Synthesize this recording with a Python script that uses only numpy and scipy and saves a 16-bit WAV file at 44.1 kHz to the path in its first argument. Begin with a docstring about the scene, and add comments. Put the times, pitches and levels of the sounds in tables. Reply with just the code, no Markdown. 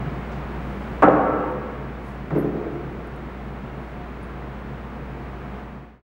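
"""In a hard-walled gym, two rubber-coated dumbbells are set down on a steel rack.
Ventilation and mains hum fill the room, a low boom dies away, and the lifter's clothes tick and rustle.
Each impact excites the rack's modes through a springy rubber contact: the first dumbbell clanks,
the second settles with dull knocks and a thin friction squeak. The walls add reverberation,
the loud clank turns the gain down, and the sound fades out at the end."""
import sys
import numpy as np
from scipy import signal
from scipy.fft import rfft, irfft
from scipy.io import wavfile
from scipy.ndimage import uniform_filter1d

SR = 44100
rng = np.random.default_rng(int(sys.argv[2]) if len(sys.argv) > 2 else 0)


def master_out(mix):
    """Clip the mix to full scale and print it as 16-bit PCM to the path in sys.argv[1]."""
    frames = np.transpose(np.atleast_2d(mix))
    ceiling = np.clip(frames, -1, 1)
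    pcm = np.round(ceiling * 32767).astype(np.int16)
    wavfile.write(sys.argv[1], SR, pcm)


N = 267069
T = np.arange(N) / SR

# spectrum of rushing air: (frequency [Hz], relative level [dB])
AIR_SPECTRUM = [(15, -28), (33, -6.5), (75, -4), (105, -6), (150, -0.5), (230, 0.5), (270, -3.5),
                (400, -3.5), (550, -8), (1200, -11), (2200, -19), (5000, -41), (8000, -49.5),
                (15000, -56.5)]
# duct resonances: (frequency [Hz], half-width [Hz], level [dB])
DUCT_RESONANCES = [(135.5, 5.7, -41.5), (199.2, 8, -46.5), (226, 14, -50.5), (716, 7.4, -52.5)]
# mains hum and a faint electronic whine: (frequency [Hz], level [dB])
HUM_TONES = [(59.3, -38), (15660, -75)]
# ticks of clothing and jewellery: (time [s], level [dB], frequency [Hz], half-width [Hz], t60 [s])
CLOTHING_TICKS = [(0.316, -62.5, 4590, 2000, .35), (1.512, -63, 10060, 3140, .03),
                  (2.733, -68, 9700, 2940, .05), (3.071, -60, 10100, 3530, .025),
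                  (3.162, -59.5, 10000, 2980, .025), (4.228, -61, 9600, 800, .1)]
# swells of brushing cloth: (peak time [s], level [dB], half-length [s])
CLOTH_BRUSHES = [(.77, -74.5, .22), (1.25, -73.5, .22), (1.51, -77, .04) , (2.08, -65.5, .06),
                 (3.86, -73.5, .08)]
# spectrum of cloth friction: (frequency [Hz], relative level [dB])
CLOTH_SPECTRUM = [(1500, -16.5), (4000, -4.5), (9000, -6.5), (12000, -9), (15000, -18)]
# impacts as each dumbbell lands, rocks and settles:
# (dumbbell, time [s], strength [dB], contact frequency [Hz], contact Q, crack level [dB])
IMPACTS = [("first", 1.0232, -2.5, 1080, 0.63, -53), ("first", 1.0268, 2.2, 796, .95, -44),
           ("first", 1.0335, 2, 184, 0.45, -52), ("first", 1.0365, -2, 1140, .83, -51.5),
           ("first", 1.056, -3.5, 330, .73, -61), ("first", 1.074, 7.5, 504, 2.85, -72),
           ("second", 2.306, 0.94, 1300, 1.4, -61), ("second", 2.313, 7, 158, 2.7, -88),
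           ("second", 2.322, -2.5, 444, 0.67, -91), ("second", 2.351, -3, 990, .35, -68),
           ("second", 2.360, 3, 270, 0.52, -66), ("second", 2.3745, 2.4, 380, 0.79, -77),
           ("second", 2.444, -2.5, 470, 0.77, -84), ("second", 2.545, -3, 290, .97, -86),
           ("second", 2.660, -7.5, 350, .71, -87)]
# rack modes under the first dumbbell, then the second: (frequency [Hz], relative level [dB], t60 [s])
CLANK_MODES = [(92.4, -15.5, 0.33), (136.6, -12, 0.26), (170, -6.5, 0.14), (189, -12.5, 1), (217, -10, 1),
               (286.2, -4.5, 0.35), (307.9, -6.5, 0.67), (339, -9, .35), (441, -15, .6), (499, -16, 0.75),
               (517, -7, 0.14), (574, -17, 0.31), (637, -14.5, 0.41), (656, -22, 0.71), (716, -21.5, 0.64),
               (787, -1.5, 0.12), (837, -19, 0.4), (904, -21.5, .5), (945, -22.5, 0.52), (1108, -9.5, 0.86),
               (1140, -15, 0.13), (1242, -21, .5), (1329, -9.5, 0.23), (1717, -18, 0.23), (2010, -29.5, .4),
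               (2070, -20.5, 0.23), (2270, -25.5, .3)]
KNOCK_MODES = [(142.8, -5, 0.45), (172.8, -3.5, 0.32), (219, -15.5, 1), (284.6, -9.5, 0.54),
               (326, -5, 0.17), (355, -10, 0.81), (414.6, -5, 0.34), (460, -2.5, 0.083), (530, -13, 0.24),
               (673, -16.5, 0.44), (778, -16, 0.28), (1123, -18, 0.13), (1323, -22.5, .7)]
# spectra of the dense, quickly damped frame modes for each: (frequency [Hz], relative level [dB])
CLANK_SPECTRUM = [(40, -27), (90, -14), (170, -3.5), (240, 0.5), (330, 4.5), (420, 1.5), (520, 2),
                  (900, 3.5), (1350, 0), (1900, -9), (2700, -17.5), (4000, -37), (16000, -63)]
KNOCK_SPECTRUM = [(40, -27), (90, -4), (150, -9), (230, -3.5), (320, 3), (470, -0.5), (620, -6.5),
                  (1200, -14.5), (2000, -19.5), (3500, -37), (16000, -58)]
# spectrum of the metallic crack: (frequency [Hz], relative level [dB])
CRACK_SPECTRUM = [(500, -12), (2500, 5), (4000, 2.5), (5500, -2), (6800, 0), (9000, -14), (13000, -13),
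                  (15000, -22.5)]
# resonances of the squeak: (frequency [Hz], half-width [Hz], relative level [dB])
SQUEAK_RESONANCES = [(9520, 260, -4), (12200, 600, -4), (12620, 130, -1.5), (13900, 120, -12.5),
                     (14230, 400, -10)]
# reverberation time of the gym: (frequency [Hz], t60 [s])
GYM_T60 = [(60, 0.33), (150, 1.05), (300, 1.8), (700, 1.45), (1400, 1.52), (2500, 2.5), (5000, 0.45),
           (14000, 0.4)]


def amp(db):
    """Amplitude ratio: tenfold for every 20 dB."""
    return 10 ** (np.asarray(db) / 20)


def unit(x):
    """Normalisation to rms 1."""
    return x / np.sqrt(np.mean(x ** 2) + 1e-20)


def curve_at(points, hz):
    """Interpolation on a logarithmic frequency axis."""
    f, value = np.transpose(points)
    return np.interp(np.log(hz + 1), np.log(f), value)


def add(mix, start_s, sound):
    """Superposition: a sound joins the mix at its start time."""
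    part = mix[round(start_s * SR):][:len(sound)]
    part += sound[:len(part)]


def noise(spectrum, size):
    """Random phases under a given spectrum make coloured noise of rms 1."""
    hz = np.fft.rfftfreq(size, 1 / SR)
    phases = np.exp(2j * np.pi * rng.random(len(hz)))
    return unit(irfft(amp(curve_at(spectrum, hz)) * phases, size))


def resonance(hz, half_width, size):
    """A randomly driven resonance gives a band of noise, here of rms 1."""
    f = np.fft.rfftfreq(size, 1 / SR)
    phases = np.exp(2j * np.pi * rng.random(len(f)))
    return unit(irfft(phases / (1 + ((f - hz) / half_width) ** 2), size))


def decay(t, t60):
    """Damping: an exponential fall of 60 dB in t60 seconds."""
    return np.exp(-np.log(1000) * t / t60)


def whiten(x, smoothing_hz):
    """Spectral whitening evens out a noise burst so that it favours no pitch."""
    spectrum = rfft(x)
    power = uniform_filter1d(abs(spectrum) ** 2, int(smoothing_hz * len(x) / SR))
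    return irfft(spectrum / np.sqrt(abs(power) + 1e-12), len(x))


def ventilation(air_db=-36):
    """Moving air makes broadband noise, and the ducts drone at their resonances."""
    ducts = sum(amp(db) * resonance(hz, width, N) for hz, width, db in DUCT_RESONANCES)
    return amp(air_db) * noise(AIR_SPECTRUM, N) + ducts


def hum():
    """Periodic vibration gives pure tones: mains hum and an electronic whine."""
    return sum(amp(db) * np.sqrt(2) * np.sin(2 * np.pi * (hz * T + rng.random())) for hz, db in HUM_TONES)


def boom(level_db=-31.5, rise_s=0.011):
    """A low, damped resonance dies away at the start."""
    envelope = np.minimum(T / rise_s, 1) * decay(T, t60=1)
    return amp(level_db) * envelope * resonance(hz=143, half_width=14, size=N)


def clothes():
    """Tiny impacts tick as damped resonances; friction noise swells as the lifter's cloth brushes."""
    swells = sum(amp(db) * np.exp(-((T - s) / half_s) ** 2) for s, db, half_s in CLOTH_BRUSHES)
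    out = swells * noise(CLOTH_SPECTRUM, N)
    t = T[:SR // 2]
    for s, db, hz, width, t60 in CLOTHING_TICKS:
        add(out, s, amp(db) * resonance(hz, width, len(t)) * decay(t, t60))
    return out


def rack(dumbbell, modes, spectrum, ring_db, clatter_db, clatter_t60, crack_t60):
    """Modal excitation: impacts ring the modes near the rubber contact's resonance; hard ones crack."""
    t, out = T[:2 * SR], np.zeros(N)
    ring = sum((-1) ** k * amp(db) * decay(t, t60) * np.sin(2 * np.pi * hz * t)
               for k, (hz, db, t60) in enumerate(modes))
    colour = unit(amp(curve_at(spectrum, np.fft.rfftfreq(len(t), 1 / SR))))
    impacts = [row[1:] for row in IMPACTS if row[0] == dumbbell]
    for s, strength_db, contact_hz, contact_q, crack_db in impacts:
        # overlapping damped modes blur into a short burst of noise
        burst = rng.standard_normal(len(t)) * decay(t, clatter_t60)
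        flat_burst = np.linalg.norm(burst) * whiten(burst, smoothing_hz=14)
        clatter = irfft(rfft(flat_burst) * colour) * (t < clatter_t60)
        frame = amp(ring_db) * ring + amp(clatter_db) * clatter
        contact = signal.iirpeak(contact_hz, contact_q, fs=SR)
        add(out, s, amp(strength_db) * signal.lfilter(*contact, frame))
        add(out, s, amp(crack_db) * noise(CRACK_SPECTRUM, len(t)) * decay(t, crack_t60))
    return out


def squeak(peak_s=2.392, peak_db=-53.5, rise_db_per_s=540, fall_db_per_s=470):
    """Friction drives high resonances as the second dumbbell slips in its cradle, until it grips."""
    level_db = peak_db - np.maximum(rise_db_per_s * (peak_s - T), fall_db_per_s * (T - peak_s))
    bands = sum(amp(db) * resonance(hz, width, N) for hz, width, db in SQUEAK_RESONANCES)
    return amp(level_db) * unit(bands)


def reverberate(x, build_s, wet_db=-3.5, absorption_hz=5000):
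    """Reverberation: dense reflections build up, then decay at each band's own rate."""
    t = T[:2 * SR]
    hz, age, bands = signal.stft(rng.standard_normal(len(t)), SR, nperseg=512)
    bands = bands * decay(age, curve_at(GYM_T60, hz)[:, None])
    tail = signal.istft(bands, SR, nperseg=512)[1][:len(t)]
    onset = 1 - np.exp(-(t / build_s) ** 2)
    tail = whiten(tail * onset, smoothing_hz=6) * onset * (t < 1.3)
    # air and rubber flooring absorb the treble
    tail = signal.lfilter(*signal.butter(1, absorption_hz, fs=SR), tail / np.linalg.norm(tail))
    return x + amp(wet_db) * signal.fftconvolve(x, tail)[:N]


def gain_control(x, input_db=3, threshold_db=-20, ratio=1.33, held_rise_db_per_s=0.44):
    """Peak-hold compression: the gain drops at once above the threshold, then keeps sinking slowly."""
    level_db = 10 * np.log10(abs(uniform_filter1d(x[0] ** 2, size=600)) + 1e-12)
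    drift_db = held_rise_db_per_s * T
    held_db = np.maximum.accumulate(level_db - drift_db) + drift_db
    reduction_db = np.maximum(held_db - threshold_db, 0) * (1 - 1 / ratio)
    return x * amp(input_db - reduction_db)


def scene():
    """Superposition of the room's background and the reverberant sounds of lifter and rack."""
    background = ventilation() + hum() + boom()
    rustle = clothes()
    clank = rack("first", CLANK_MODES, CLANK_SPECTRUM,
                 ring_db=-14.5, clatter_db=-10, clatter_t60=0.17, crack_t60=0.07)
    knocks = rack("second", KNOCK_MODES, KNOCK_SPECTRUM,
                  ring_db=-24.5, clatter_db=-21, clatter_t60=0.16, crack_t60=0.05)
    small_sounds = reverberate(rustle + squeak(), build_s=0.012)
    dumbbells = reverberate(clank + knocks, build_s=0.035)
    return (background + small_sounds + dumbbells)[None]


def record(dry, fade_start_s=5.597, fade_end_s=6.021, cutoff_hz=15800):
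    """Compression and soft saturation tame the peaks; a linear fade and a low-pass filter follow."""
    compressed = gain_control(dry)
    saturated = compressed / (1 + compressed ** 8) ** (1 / 8)
    fade = np.clip((fade_end_s - T) / (fade_end_s - fade_start_s), 0, 1)
    low_pass = signal.firwin(1023, cutoff_hz, window=("kaiser", 9), fs=SR)
    return signal.oaconvolve(saturated * fade, low_pass[None], "same")


dry = scene()
out = record(dry)
master_out(out)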